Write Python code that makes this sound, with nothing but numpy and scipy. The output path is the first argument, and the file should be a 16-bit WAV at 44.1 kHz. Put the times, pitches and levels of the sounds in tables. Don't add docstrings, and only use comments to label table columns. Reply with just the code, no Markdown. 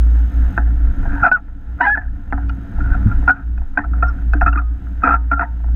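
import sys
import numpy as np
from scipy import signal
from scipy.fft import rfft, irfft
from scipy.io import wavfile
from scipy.ndimage import uniform_filter1d, minimum_filter1d

SR = 44100
rng = np.random.default_rng(int(sys.argv[2]) if len(sys.argv) > 2 else 0)


def dump_mix(stems):
    frames = np.atleast_2d(stems).T
    limited = np.clip(frames, -1, 1)
    pcm = np.round(limited * 32767).astype(np.int16)
    wavfile.write(sys.argv[1], SR, pcm)


def voltage_ratio(level):
    return 10 ** (np.asarray(level, float) / 20)


N = 253575
TIME = np.arange(N) / SR

# (time [s], length [s], level [dB], pitch [Hz])
SWINGS = [(-.1, 0.42, -9, 57.1), (0.322, .2, -11.5, 58.65), (0.545, 0.41, -12.5, 57.1),
          (1.006, 0.26, -20, 52.5), (1.417, 0.2, -39.5, 57.3), (1.658, .13, -23.5, 59.2),
          (1.825, 0.2, -27, 56.2), (2.019, 0.17, -22, 55.44), (2.271, 0.31, -18, 58.67),
          (2.467, 0.22, -27.5, 58.5), (2.735, 0.22, -18, 59.2), (2.954, 0.18, -16, 55.83),
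          (3.117, 0.2, -16, 57.7), (3.408, .26, -18, 57.96), (3.832, 0.34, -14.5, 57.5),
          (4.161, 0.43, -13, 56.22), (4.444, 0.36, -16, 57.1), (4.806, 0.25, -22, 59.3),
          (5.038, 0.44, -17.5, 57.74), (5.45, 0.23, -22, 57.47), (5.616, 0.29, -13, 58.33)]
# (time [s], length [s], level [dB])
HEAVES = [(.36, 0.35, -23.5), (.72, 0.46, -17.5), (1.05, 0.21, -19.5), (1.48, 0.3, -33), (1.88, 0.43, -28),
          (2.25, 0.29, -20), (2.72, 0.28, -18.5), (3.0, 0.29, -17.5), (3.5, 0.44, -27.5),
          (3.95, 0.34, -26.5), (4.27, 0.22, -20), (4.9, 0.3, -24), (5.55, 0.53, -28.5)]
SWING_REST_DB, HEAVE_REST_DB, GUST_EDGE_SHARE = -38, -34.5, 0.31
# (time [s], strength [dB])
AIRFLOW = [(0, -4), (.45, 1), (1.1, 5), (1.4, 0), (2.2, 0.5), (2.6, 2), (3.05, 7), (3.4, -0.5), (3.7, -1.5),
           (4.0, 6), (4.4, -2.5), (4.8, -1.5), (5.75, 0.5)]
FRAME_DB, RUSH_DB, BUZZ_DB = -31.5, -46.5, -75
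# (frequency [Hz], width [Hz], level [dB])
FRAME_MODES = [(85, 37, 5), (127, 36, 1.5), (171, 20, 0.5), (204, 28.5, 0), (233.8, 15, -2.5),
               (278, 19.4, 2.5), (369, 15, -15.5)]
# (frequency [Hz], width [Hz], level [dB])
LOW_SHELL = [(436, 10, -18.5), (680.5, 27, 2), (736.3, 17, 4), (835, 17, 1.5), (910, 38, -2),
             (992, 77, -5.5)]
MID_SHELL = [(1241, 21, -6), (1320, 26, -2), (1375, 54, -3), (1480, 33, -1), (1583, 70, -6), (1694, 76, -8),
             (1807, 48, -7), (2020, 130, -17)]
HIGH_SHELL = [(2455, 340, 7.5), (2720, 170, 2.5), (3700, 120, -13)]
# (frequency [Hz], density [dB per Hz])
HISS = [(1500, -10.5), (2200, -5.5), (3000, -5.5), (4000, -15), (5200, -21), (7000, -21), (10000, -26.5),
        (15800, -39.5), (16100, -65.5)]
# (frequency [Hz], width [Hz], level [dB])
HISS_HUMPS = [(3810, 140, 0), (5080, 150, 3.5)]
# (frequency [Hz], level [dB])
BUZZ = [(6443, 9), (12862, 9)]
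# (frequency [Hz], level [dB])
WHINE = [(5141, -8), (7741, -8), (7854, -7), (11640, -11), (11760, -11), (15542, -12), (15657, -12)]
BUZZ_RATE_HZ, BUZZ_START_S, BUZZ_DUTY = 47.968, .0041, .37
# (time [s], depth [dB])
DUCKS = [
    (.58, 6.5),
    (1.234, 12.5),
    (1.32, 4.5),
    (1.81, 8.5),
    (3.285, 12.5),
    (3.775, 4),
    (4.46, 7.5),
    (5.04, 9),
    (5.319, 3),
]
DUCK_ATTACK_S, RECOVER_S, QUICK_S, QUICK_SHARE = 0.031, 0.89, 0.06, .3
QUIET_DB = -93
# (time [s], peak [dB])
SNAPS = [(0.105, -52), (0.1154, -55), (0.1606, -53), (0.1659, -51), (0.1848, -51), (1.238, -51),
         (1.2433, -50), (1.2527, -55), (1.2606, -49), (1.264, -50.5), (1.2692, -49.5), (1.325, -44),
         (1.8163, -49), (1.8563, -52.5), (1.8592, -53), (1.8646, -53), (1.8687, -54.5), (1.886, -50.5),
         (3.286, -45.5), (3.289, -47.5), (3.2963, -50), (3.2996, -50.5), (3.3082, -47), (3.311, -47),
         (3.776, -51.5), (4.3356, -45.5), (4.3388, -45.5), (4.462, -50), (4.466, -42), (4.477, -51.5),
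         (4.497, -49.5), (5.0353, -52), (5.0428, -47), (5.049, -49), (5.057, -54), (5.0678, -50.5),
         (5.077, -54), (5.092, -50.5), (5.1148, -51), (5.1202, -54), (5.1454, -53.5), (5.3165, -50)]
# (time [s], peak [dB], frequency [Hz], ring [cycles])
THUDS = [(0.579, -22.5, 279.3, 9.7), (1.13, -22, 282.6, 19), (1.812, -23, 269, 8), (2.33, -24.5, 280, 27),
         (2.914, -1, 43.2, 1.1), (3.057, -3, 104.6, 3.05), (3.06, -6, 218, 2.94), (3.778, -27, 290.4, 23),
         (4.351, -14, 290, 5.7), (4.46, -8.5, 82.2, 1.33), (4.464, -17.5, 281.4, 8.3),
         (4.56, -20.5, 283, 5.8), (5.04, -13.5, 273.8, 12.1), (5.32, -20.5, 277.5, 10)]
# (time [s], peak [dB], frequency [Hz], ring
RINGS = [(2.494, -31.5, 2880, 11.7), (4.484, -48, 2580, 54), (.565, -23, 1414, 9.7),
         (2.306, -36, 2720, 6.25), (3.577, -41.5, 2510, 13), (4.63, -43, 1248, 87), (5.171, -42, 920, 40),
         (5.175, -46, 1254, 75), (5.452, -32, 910, 26), (.578, -23.5, 338, 3.5), (4.025, -25, 487, 4.2),
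         (4.336, -27, 477, 4.8), (5.036, -21.5, 485, 5.3), (5.07, -19.5, 493, 6.9)]
# (time [s], peak [dB], chatter [Hz], length [ms])
CLAMP_SLIPS = [(1.2407, -3, 1500, 6.6), (1.2494, -1, 1480, 11), (1.2625, -2, 1380, 11.4),
               (1.2743, -7.5, 1345, 11), (1.2873, -17.5, 1270, 7), (1.3151, -3, 1480, 6.9),
               (1.8078, -1.5, 1524, 8), (1.8249, -12.5, 1777, 19), (1.896, -10.5, 1480, 6.2),
               (1.9742, -4.5, 1550, 2.3), (2.3788, -12, 1510, 1.187), (2.917, -20.5, 1507, 18),
               (3.278, 1, 1422, 12.5), (3.5785, -23.5, 1510, 2.46), (3.7749, 0.5, 1528, 5),
               (3.7889, -2, 1663, 1.9), (3.8432, -17, 1336, 4.1), (3.9349, -19.5, 1363, 5.6),
               (4.0258, -4, 1349, 9.8), (4.4126, -3, 1630, 2.07), (4.4165, -4.5, 1403, 5),
               (4.4261, -12.5, 1413, 14.3), (5.0502, -5, 1356, 4.5), (5.0603, -3, 1460, 4.2),
               (5.0685, -4, 1480, 3), (5.0757, 0, 1330, 4.7), (5.0963, -3.5, 1413, 3.1),
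               (5.1066, -2, 1316, 10), (5.1389, -3, 1352, 12.4), (5.3146, -5, 1395, 9.8),
               (5.4157, -10.5, 1325, 10), (5.4304, -8.5, 1376, 3)]
# (time [s], peak [dB], chatter [Hz], length [ms])
HINGE_SLIPS = [(.5784, 4, 1494, 2), (.5856, -18, 1300, 3), (1.2326, -7.5, 1366, 4.3),
               (1.838, -20.5, 2020, 25), (1.8516, -7.5, 1635, 9.9), (1.864, -9, 1617, 7.6),
               (1.953, -13.5, 1504, 9.4), (2.9435, -17, 1377, 7.5), (2.3264, 4.5, 1560, 0.96),
               (2.4961, -18, 1390, 5.5), (2.8057, -19, 1415, 6.5), (3.1128, -19, 1390, 14),
               (3.2922, -1, 1450, 7.8), (3.2995, -2.5, 1490, 2.57), (4.187, -31.5, 1440, 6),
               (4.3356, -3.5, 1480, 3.44), (4.4628, 1, 1330, 6.4), (4.4778, -2.5, 1342, 10.3),
               (4.5288, -14, 1418, 5.6), (4.558, -11.5, 1420, 5.5), (4.5733, -13, 1240, 12),
               (4.5859, -13.5, 1386, 9.3), (4.87, -25.5, 1430, 2.3), (5.0218, -18, 1443, 3.5),
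               (5.0356, -1, 1305, 12.2), (5.09, 1, 1400, 3.2), (5.1196, -5, 1340, 7.1),
               (5.1278, -6.5, 1385, 6.4), (5.1336, -16, 1475, 3.3), (5.1605, -18.5, 1327, 9.7),
               (5.3292, -7.5, 1375, 7.4), (5.3952, -3, 1436, 4.2), (5.4095, -6.5, 1380, 4.4)]
# (time [s], length [s], first level [dB], last level [dB], chatter [Hz])
CREAKS = [(0.591, 0.11, -24.5, -39.5, 1646), (1.047, 0.18, -28, -17.5, 1524),
          (1.362, 0.051, -13.5, -49, 1320), (1.788, 0.023, -26.5, -17.5, 1450),
          (1.806, 0.069, -33, -18, 1950), (1.985, 0.1, -25, -36.5, 1626), (2.332, 0.1, -39, -32.5, 1480),
          (2.5, 0.28, -50.5, -45, 1430), (2.791, 0.16, -33, -23, 1492), (3.053, 0.13, -26.5, -35.5, 1418),
          (3.333, 0.1, -29, -34, 1426), (3.791, 0.04, -20, -30.5, 1805), (3.831, .025, -23.5, -27, 1399),
          (3.941, 0.03, -30, -41, 1400), (4.05, .065, -28, -34.5, 1302), (4.332, 0.047, -19, -33.5, 1480),
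          (4.498, 0.12, -26.5, -28, 1320), (5.035, 0.098, -15.5, -22, 1386),
          (5.157, 0.054, -35, -44.5, 1340), (5.339, 0.054, -28.5, -36, 1460),
          (5.408, 0.044, -20.5, -24.5, 1813), (5.451, 0.037, -35, -47.5, 1500)]
CREAKS_PER_S, CREAK_MS, CREAK_SCATTER_DB, CREAK_DETUNE = 240, 3.85, 1, .04
CLAMP_DB, HINGE_DB, CREAK_DB = (-4.5, -30.5), (-13.5, -30), (-8, -31.5)
# (time [s], peak [dB], frequency [Hz], length [ms])
DRUMS = [(0.5796, -15.5, 804, 3), (1.0561, -22.5, 780, 3.3), (1.1655, -25, 865, 3.1),
         (1.1862, -24, 910, 7.5), (1.2367, -9, 796, 3.5), (1.2447, -5, 765, 4.7), (1.2515, -9, 745, 5.4),
         (1.2588, -13.5, 758, 3.6), (1.2728, -10.5, 698, 9.1), (1.3181, -12, 790, 3.4),
         (1.8099, -11, 730, 7.2), (1.9759, -20, 846, 2.8), (2.3271, -16, 795, 3.7), (2.383, -24, 726, 6.7),
         (2.7875, -27, 804, 4.7), (2.9559, -25, 734, 9.5), (3.2791, -8.5, 854, 2.8),
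         (3.2988, -11.5, 755, 11.4), (3.7769, -13.5, 900, 3.3), (3.7845, -27, 692, 9.6),
         (3.794, -17, 996, 3.8), (4.0303, -30.5, 708, 7.84), (4.3366, -22, 772, 4.35),
         (4.4162, -10, 774, 3.87), (4.4245, -13.5, 710, 13), (4.4447, -23.5, 719, 9.8),
         (4.4655, -22.5, 716, 9.5), (5.0361, -18.5, 757, 6.4), (5.052, -25, 890, 4.6),
         (5.0641, -22, 713, 7.8), (5.072, -15.5, 850, 7.4), (5.0935, -21, 773, 4.9),
         (5.0985, -19.5, 761, 3.9), (5.1182, -22, 836, 3.8), (5.1226, -23.5, 847, 11.2),
         (5.1406, -17.5, 722, 4), (5.1486, -22, 764, 3.9), (5.1553, -27.5, 779, 3.7),
         (5.1616, -30, 730, 5.4), (5.317, -18, 808, 1.5), (5.3229, -28, 740, 7.6), (5.3822, -27, 710, 8.9),
         (5.3957, -16.5, 820, 3.36), (5.4026, -20, 713, 7.7), (5.4165, -17, 717, 10),
         (5.4285, -14, 945, 8.6), (5.4385, -15, 710, 9.8)]
# (time [s], peak [dB], length [ms])
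PINGS = [(0.5791, -29, 2.9), (1.237, -23.5, 2.6), (1.2481, -24, 3.5), (1.259, -37.5, 6.2),
         (1.2656, -33, 6.9), (1.281, -36, 4.5), (1.3166, -26.5, 3.2), (1.812, -38, 5.0),
         (1.8219, -34.5, 3.7), (1.8321, -43, 9.9), (1.85, -40, 5.2), (1.8586, -31, 5.5), (2.33, -49, 6),
         (2.496, -35.5, 3.7), (3.2781, -30, 3.1), (3.286, -42, 2.3), (3.2922, -42, 2.7), (3.3, -33, 2.9),
         (3.776, -26.5, 3), (3.7891, -36, 8.6), (4.0262, -31.5, 2.1), (4.0324, -44, 2.6),
         (4.337, -33.5, 7.3), (4.4136, -29, 2.9), (4.4663, -28.5, 7.9), (4.4752, -24.5, 6.4),
         (4.532, -30, 5.0), (4.579, -27.5, 5.8), (5.0435, -21, 11), (5.061, -27, 4.5), (5.068, -30.5, 2.8),
         (5.0757, -26, 5.2), (5.0923, -29, 5.0), (5.109, -27, 4.8), (5.1333, -35.5, 3.8),
         (5.14, -36.5, 3.0), (5.151, -36, 3.3), (5.316, -29, 2.8), (5.3225, -42.5, 2.3),
         (5.3943, -33.5, 2.8), (5.4341, -44, 2.7)]
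PING_HZ, PING_DETUNE, BEAT_TAIL = 2511, 0.034, 1.7
# (time [s], peak [dB])
TAPS = [
    (1.056, -27),
    (2.786, -30.5),
    (3.223, -30),
    (3.614, -35),
    (5.598, -41),
    (5.639, -32),
    (5.68, -38),
]
# (time [s], pitch [Hz], level [dB])
SQUEAKS = [
    [(1.221, 1486, -28.5), (1.228, 1495, -17.5), (1.234, 1350, -3), (1.239, 1392, -2)],
    [(1.319, 1480, -9), (1.324, 1496, -6.5), (1.33, 1494, -12), (1.354, 1480, -11), (1.362, 1360, -16.5),
     (1.372, 1340, -25.5)],
    [(1.868, 1600, -11), (1.9, 1683, -16), (1.932, 1706, -12.5), (1.945, 1704, -16.5), (1.957, 1604, -17)],
    [(1.976, 1725, -17), (1.995, 1737, -32), (2.02, 1680, -49)],
    [(3.3035, 1483, -6.5), (3.312, 1476, -7.5), (3.35, 1454, -42)],
    [(2.812, 1436, -37.5), (2.87, 1480, -37)],
    [(4.043, 1394, -17), (4.07, 1375, -30.5), (4.09, 1419, -23.5), (4.115, 1320, -46)],
    [(5.335, 1418, -14), (5.355, 1374, -30), (5.385, 1368, -20)],
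]
# (time [s], pitch [Hz], level [dB])
LOW_SQUEAKS = [
    [(1.811, 988, -17.5), (1.834, 946, -13.5), (1.847, 1015, -18.5), (1.858, 994, -20), (1.868, 960, -25.5)],
    [(1.862, 850, -15), (1.875, 820, -19.5), (1.898, 825, -18), (1.92, 832, -28.5), (1.934, 850, -35.5)],
]
# (time [s], pitch [Hz], level [dB])
PEEPS = [
    [(4.05, 5370, -91), (4.086, 5440, -53), (4.12, 5110, -85)],
    [(4.412, 5400, -73), (4.42, 5557, -54), (4.44, 5500, -85)],
]
# (time [s], peak [dB])
TICKS = [
    (1.324, -31.5),
    (2.325, -42.5),
    (2.4936, -33.5),
    (3.062, -46),
    (3.089, -42),
    (3.311, -32.5),
    (3.5744, -49),
    (4.332, -34.5),
    (4.46, -40.5),
    (4.4962, -54),
]


def unit(x):
    return x / np.sqrt(np.mean(x ** 2))


def curves(table):
    s, *columns = np.transpose(table)
    return [np.interp(TIME, s, c) for c in columns]


def impulses(table):
    kick = np.zeros(N)
    s, db = np.transpose(table)
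    kick[(s * SR).astype(int)] = voltage_ratio(db)
    return kick


def ring(x, modes):
    return sum((-1) ** k * voltage_ratio(db) * signal.lfilter(*signal.iirpeak(hz, hz / width, SR), x)
               for k, (hz, width, db) in enumerate(modes))


def band(x, lo_hz, hi_hz):
    return signal.sosfilt(signal.butter(2, [lo_hz, hi_hz], "band", fs=SR, output="sos"), x)


def walls(x):
    return signal.sosfilt(signal.butter(4, 2700, fs=SR, output="sos"), x)


def walk(rate):
    k = int(SR / rate)
    held = np.repeat(rng.standard_normal(N // k + 1), k)
    return 1.18 * uniform_filter1d(uniform_filter1d(held, k), k)[:N]


def eddies(rate, spread_db):
    sizes = voltage_ratio(spread_db * rng.exponential(size=N)) * rng.standard_normal(N)
    pushes = (rng.random(N) < rate / SR) * sizes
    return unit(pushes) + 0.69 * rng.standard_normal(N)


def tone(hz, wobble, overtone_db, start=0.):
    phase = start + 2 * np.pi * np.cumsum(hz * (1 + wobble)) / SR
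    overtones = np.sin(2 * phase) + .3 * np.sin(3 * phase) + .15 * np.sin(4 * phase)
    return np.sqrt(2) * (np.sin(phase) + voltage_ratio(overtone_db) * overtones)


def gain_control():
    db, coarse = 0, TIME[::64]
    for s, depth_db in DUCKS:
        t = np.maximum(coarse - s, 0)
        recovery = np.exp(-t / RECOVER_S) + QUICK_SHARE * np.exp(-t / QUICK_S)
        db = db - depth_db * (1 - np.exp(-t / DUCK_ATTACK_S)) * recovery
    return np.interp(TIME, coarse, db)


def noise_floor_db():
    return np.maximum(BUZZ_DB + gain_control(), QUIET_DB)


def gusts(rows, rest_db):
    t = TIME[::64]
    power = voltage_ratio(2 * rest_db)
    for s, length, db, *_ in rows:
        edge = np.clip(np.minimum(t - s, s + length - t) / (GUST_EDGE_SHARE * length), 0, 1)
        power = power + (voltage_ratio(db) * np.sin(np.pi / 2 * edge)) ** 2
    return np.interp(TIME, t, np.sqrt(power))


def boom():
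    s, length, _, hz = np.transpose(SWINGS)
    pitch = np.interp(TIME, s + length / 2, hz)
    swing = tone(pitch, .012 * walk(22), -32, start=-.65) * voltage_ratio(.8 * walk(15))
    buffet = unit(band(band(rng.standard_normal(N), 17, 30), 16, 72))
    churn = unit(band(band(rng.standard_normal(N), 44, 88), 30, 100))
    heave = (buffet + voltage_ratio(-9) * churn) * gusts(HEAVES, HEAVE_REST_DB)
    return swing * gusts(SWINGS, SWING_REST_DB) + heave


def wind():
    gain_db, (flow_db,) = gain_control(), curves(AIRFLOW)
    frame_db = FRAME_DB + 0.75 * gain_db + flow_db
    rush_db = RUSH_DB + 0.75 * gain_db + flow_db
    gust = walk(12)
    frame = unit(ring(eddies(600, 1.2), FRAME_MODES)) * voltage_ratio(frame_db + 2.4 + .9 * gust + 1.2 * walk(25))

    push = eddies(1500, 2.2)
    shell = ring(push, MID_SHELL) + voltage_ratio(-5.0) * ring(push, LOW_SHELL) + voltage_ratio(-33.5) * ring(push, HIGH_SHELL)
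    shell += voltage_ratio(-6.5) * band(push, 430, 550) + voltage_ratio(-18.0) * band(push, 1200, 1220)
    rush = unit(walls(shell)) * voltage_ratio(rush_db + 3.0 + 0.46 * gust + walk(27))

    hz, db = np.transpose(HISS)
    colour = voltage_ratio(np.interp(np.log(np.fft.rfftfreq(N, 1 / SR) + 1), np.log(hz), db))
    hiss = unit(irfft(rfft(eddies(20000, .5)) * colour, N))
    hiss = hiss * voltage_ratio(0.81 * noise_floor_db() + 0.39 * flow_db + 3.0 + 0.7 * gust)
    return frame + rush + hiss + sum(ring(hiss, [hump]) for hump in HISS_HUMPS)


def switch():
    return uniform_filter1d(1. * ((TIME - BUZZ_START_S) * BUZZ_RATE_HZ % 1 < BUZZ_DUTY), size=30)


def electrical_tones(lines):
    return sum(voltage_ratio(db) * tone(np.full(N, 1. * hz), .002 * walk(60), -90) for hz, db in lines)


def buzz():
    cycle = (TIME - BUZZ_START_S) * BUZZ_RATE_HZ
    burst_gain = voltage_ratio(1.8 * rng.standard_normal(int(cycle[-1]) + 3))
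    uneven = burst_gain[np.floor(cycle).astype(int) + 1]
    gated = electrical_tones(BUZZ) * switch() * uneven
    steady = electrical_tones(WHINE) * voltage_ratio(2.2 * walk(7.3) - 2)
    return (gated + steady) * voltage_ratio(noise_floor_db())


def fizz():
    return switch() * band(rng.standard_normal(N), 12700, 13700) * voltage_ratio(3.0 + noise_floor_db())


def snaps():
    return voltage_ratio(20.5) * band(band(impulses(SNAPS), 2600, 6000), 2000, 12000)


def thuds():
    out = np.zeros(N + SR)
    t = np.arange(SR // 2) / SR
    for s, db, hz, cycles in [*THUDS, *RINGS]:
        i = int(s * SR)
        shape = np.exp(-t * hz / cycles) * (1 - np.exp(-(t / 0.003) ** 2))
        out[i:i + len(t)] += voltage_ratio(db) * np.sin(2 * np.pi * hz * t) * shape
    return out[:N]


def slip_rows():
    rows = []
    for table, colour in ((CLAMP_SLIPS, CLAMP_DB), (HINGE_SLIPS, HINGE_DB)):
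        rows += [tuple(row) + colour for row in table]
    chance = rng.standard_normal(size=(len(CREAKS), 3, 80))
    for (s, length, first_db, last_db, hz), (gap, size, pitch) in zip(CREAKS, chance):
        times = np.cumsum(np.exp(.6 * gap)) / CREAKS_PER_S
        for t, a, p in zip(times, size, pitch):
            if t < length:
                db = first_db + (last_db - first_db) * t / length + CREAK_SCATTER_DB * a
                rows.append((s + t, db, hz * (1 + CREAK_DETUNE * p), CREAK_MS) + CREAK_DB)
    return rows


def slips():
    chatter, kick, low, high, grit = np.zeros((5, N + SR))
    t = np.arange(SR // 20) / SR
    rows = slip_rows()
    chance = rng.random(size=(1400, 3))
    for (s, db, hz, ms, low_db, high_db), (turn, tilt, bright) in zip(rows, chance):
        i = int((s - .0015) * SR)
        span = slice(i, i + len(t))
        attack = 1 - np.exp(-(t / (0.0011 + 0.00017 * abs(ms))) ** 2)
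        shape = attack * np.exp(-(t / (abs(ms) * 0.00098)) ** 1.54)
        cycles = hz * t * (1 - 0.16 * (tilt - .5) * t) + turn
        chatter[span] += voltage_ratio(db + 0.28) * shape * np.sin(2 * np.pi * cycles)
        kick[i + 50] += voltage_ratio(db)
        low[i + 30] += voltage_ratio(db + low_db)
        high[span] += voltage_ratio(db + high_db + 6.7 * bright) * shape * np.exp(-t / 0.012)
        grit[span] += voltage_ratio(db) * shape
    chatter, low, high = chatter[:N], low[:N], high[:N]
    kick = signal.lfilter(*signal.butter(2, 2200, fs=SR), kick[:N])
    creep = signal.lfilter([1 / 200], [1, -np.exp(-1 / (0.012 * SR))], grit[::-1])[::-1]
    grit = (grit + voltage_ratio(-16.5) * creep)[:N] * eddies(3000, 1.1)

    shell = voltage_ratio(22.5) * ring(kick, MID_SHELL) + voltage_ratio(-7.0) * ring(chatter, MID_SHELL)
    shell += voltage_ratio(3.5) * ring(grit, MID_SHELL)
    shell += voltage_ratio(30.5) * ring(band(low, 350, 1700), LOW_SHELL) + voltage_ratio(-2.5) * ring(grit, LOW_SHELL)
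    shell += voltage_ratio(10.5) * ring(high * rng.standard_normal(N), HIGH_SHELL)
    frame = voltage_ratio(22.5) * ring(kick, FRAME_MODES[3:]) + voltage_ratio(-12.0) * ring(grit, FRAME_MODES[3:])
    frame += voltage_ratio(5) * band(kick, 455, 515)
    crack = voltage_ratio(-49.0) * band(band(grit, 3100, 5700), 2400, 6900)
    return crack + walls(chatter + shell + frame)


def beats():
    out = np.zeros(N + SR)
    t = np.arange(-SR // 50, SR // 20) / SR
    chance = rng.standard_normal(size=(120, 2))
    pings = [(s, db - 0.5, PING_HZ * (1 + PING_DETUNE * c), ms)
             for (s, db, ms), c in zip(PINGS, chance[:, 0])]
    steepness = np.where(t < 0, 2 * BEAT_TAIL, BEAT_TAIL)
    for (s, db, hz, ms), turn in zip([*DRUMS, *pings], chance[:, 1]):
        i = int(s * SR) - SR // 50
        shape = np.exp(-np.abs(t / (abs(ms) * 0.00076)) ** steepness)
        out[i:i + len(t)] += voltage_ratio(db - 3.5) * shape * np.sin(2 * np.pi * (hz * t + turn))
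    return out[:N]


def taps():
    kick = impulses(TAPS)
    return walls(voltage_ratio(40) * ring(kick, LOW_SHELL) + voltage_ratio(33.5) * ring(kick, MID_SHELL))


def squeaks(tables, overtone_db, rough=1):
    out = np.zeros(N)
    rasp = voltage_ratio(overtone_db - 6.5) * band(rng.standard_normal(N), 2200, 6500)
    flutter_db, wobble = .9 * walk(130), .004 * walk(150)
    for table in tables:
        rubbing = (TIME > table[0][0]) & (TIME < table[-1][0])
        on = uniform_filter1d(1. * rubbing, size=200)
        span = on > 1e-9
        hz, db = (c[span] for c in curves(table))
        voice = tone(hz, rough * wobble[span], overtone_db) + rasp[span]
        out[span] += on[span] * voltage_ratio(db + rough * flutter_db[span]) * voice
    return out


def ticks():
    burst = signal.lfilter([1], [1, -np.exp(-1 / (0.002 * SR))], impulses(TICKS))
    return voltage_ratio(-3.0) * band(band(burst * rng.standard_normal(N), 2300, 5300), 1900, 8500)


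def scene():
    air = boom() + wind()
    electrical = buzz() + fizz()
    knocks = snaps() + thuds() + slips() + beats() + taps() + ticks()
    low_squeaks = walls(squeaks(LOW_SQUEAKS, -12.0, rough=3.1))
    rubbing = squeaks(SQUEAKS, -48) + low_squeaks + squeaks(PEEPS, -68)
    return (air + electrical + knocks + rubbing)[None]


def low_pass(x):
    return signal.sosfilt(signal.butter(12, 17100, fs=SR, output="sos"), x)


def record(dry):
    room = minimum_filter1d(np.minimum(1, .93 / (np.abs(dry) + 1e-9)), size=301)
    gain = uniform_filter1d(uniform_filter1d(room, size=150), size=150)
    return low_pass(dry * gain)


dry = scene()
out = record(dry)
dump_mix(out)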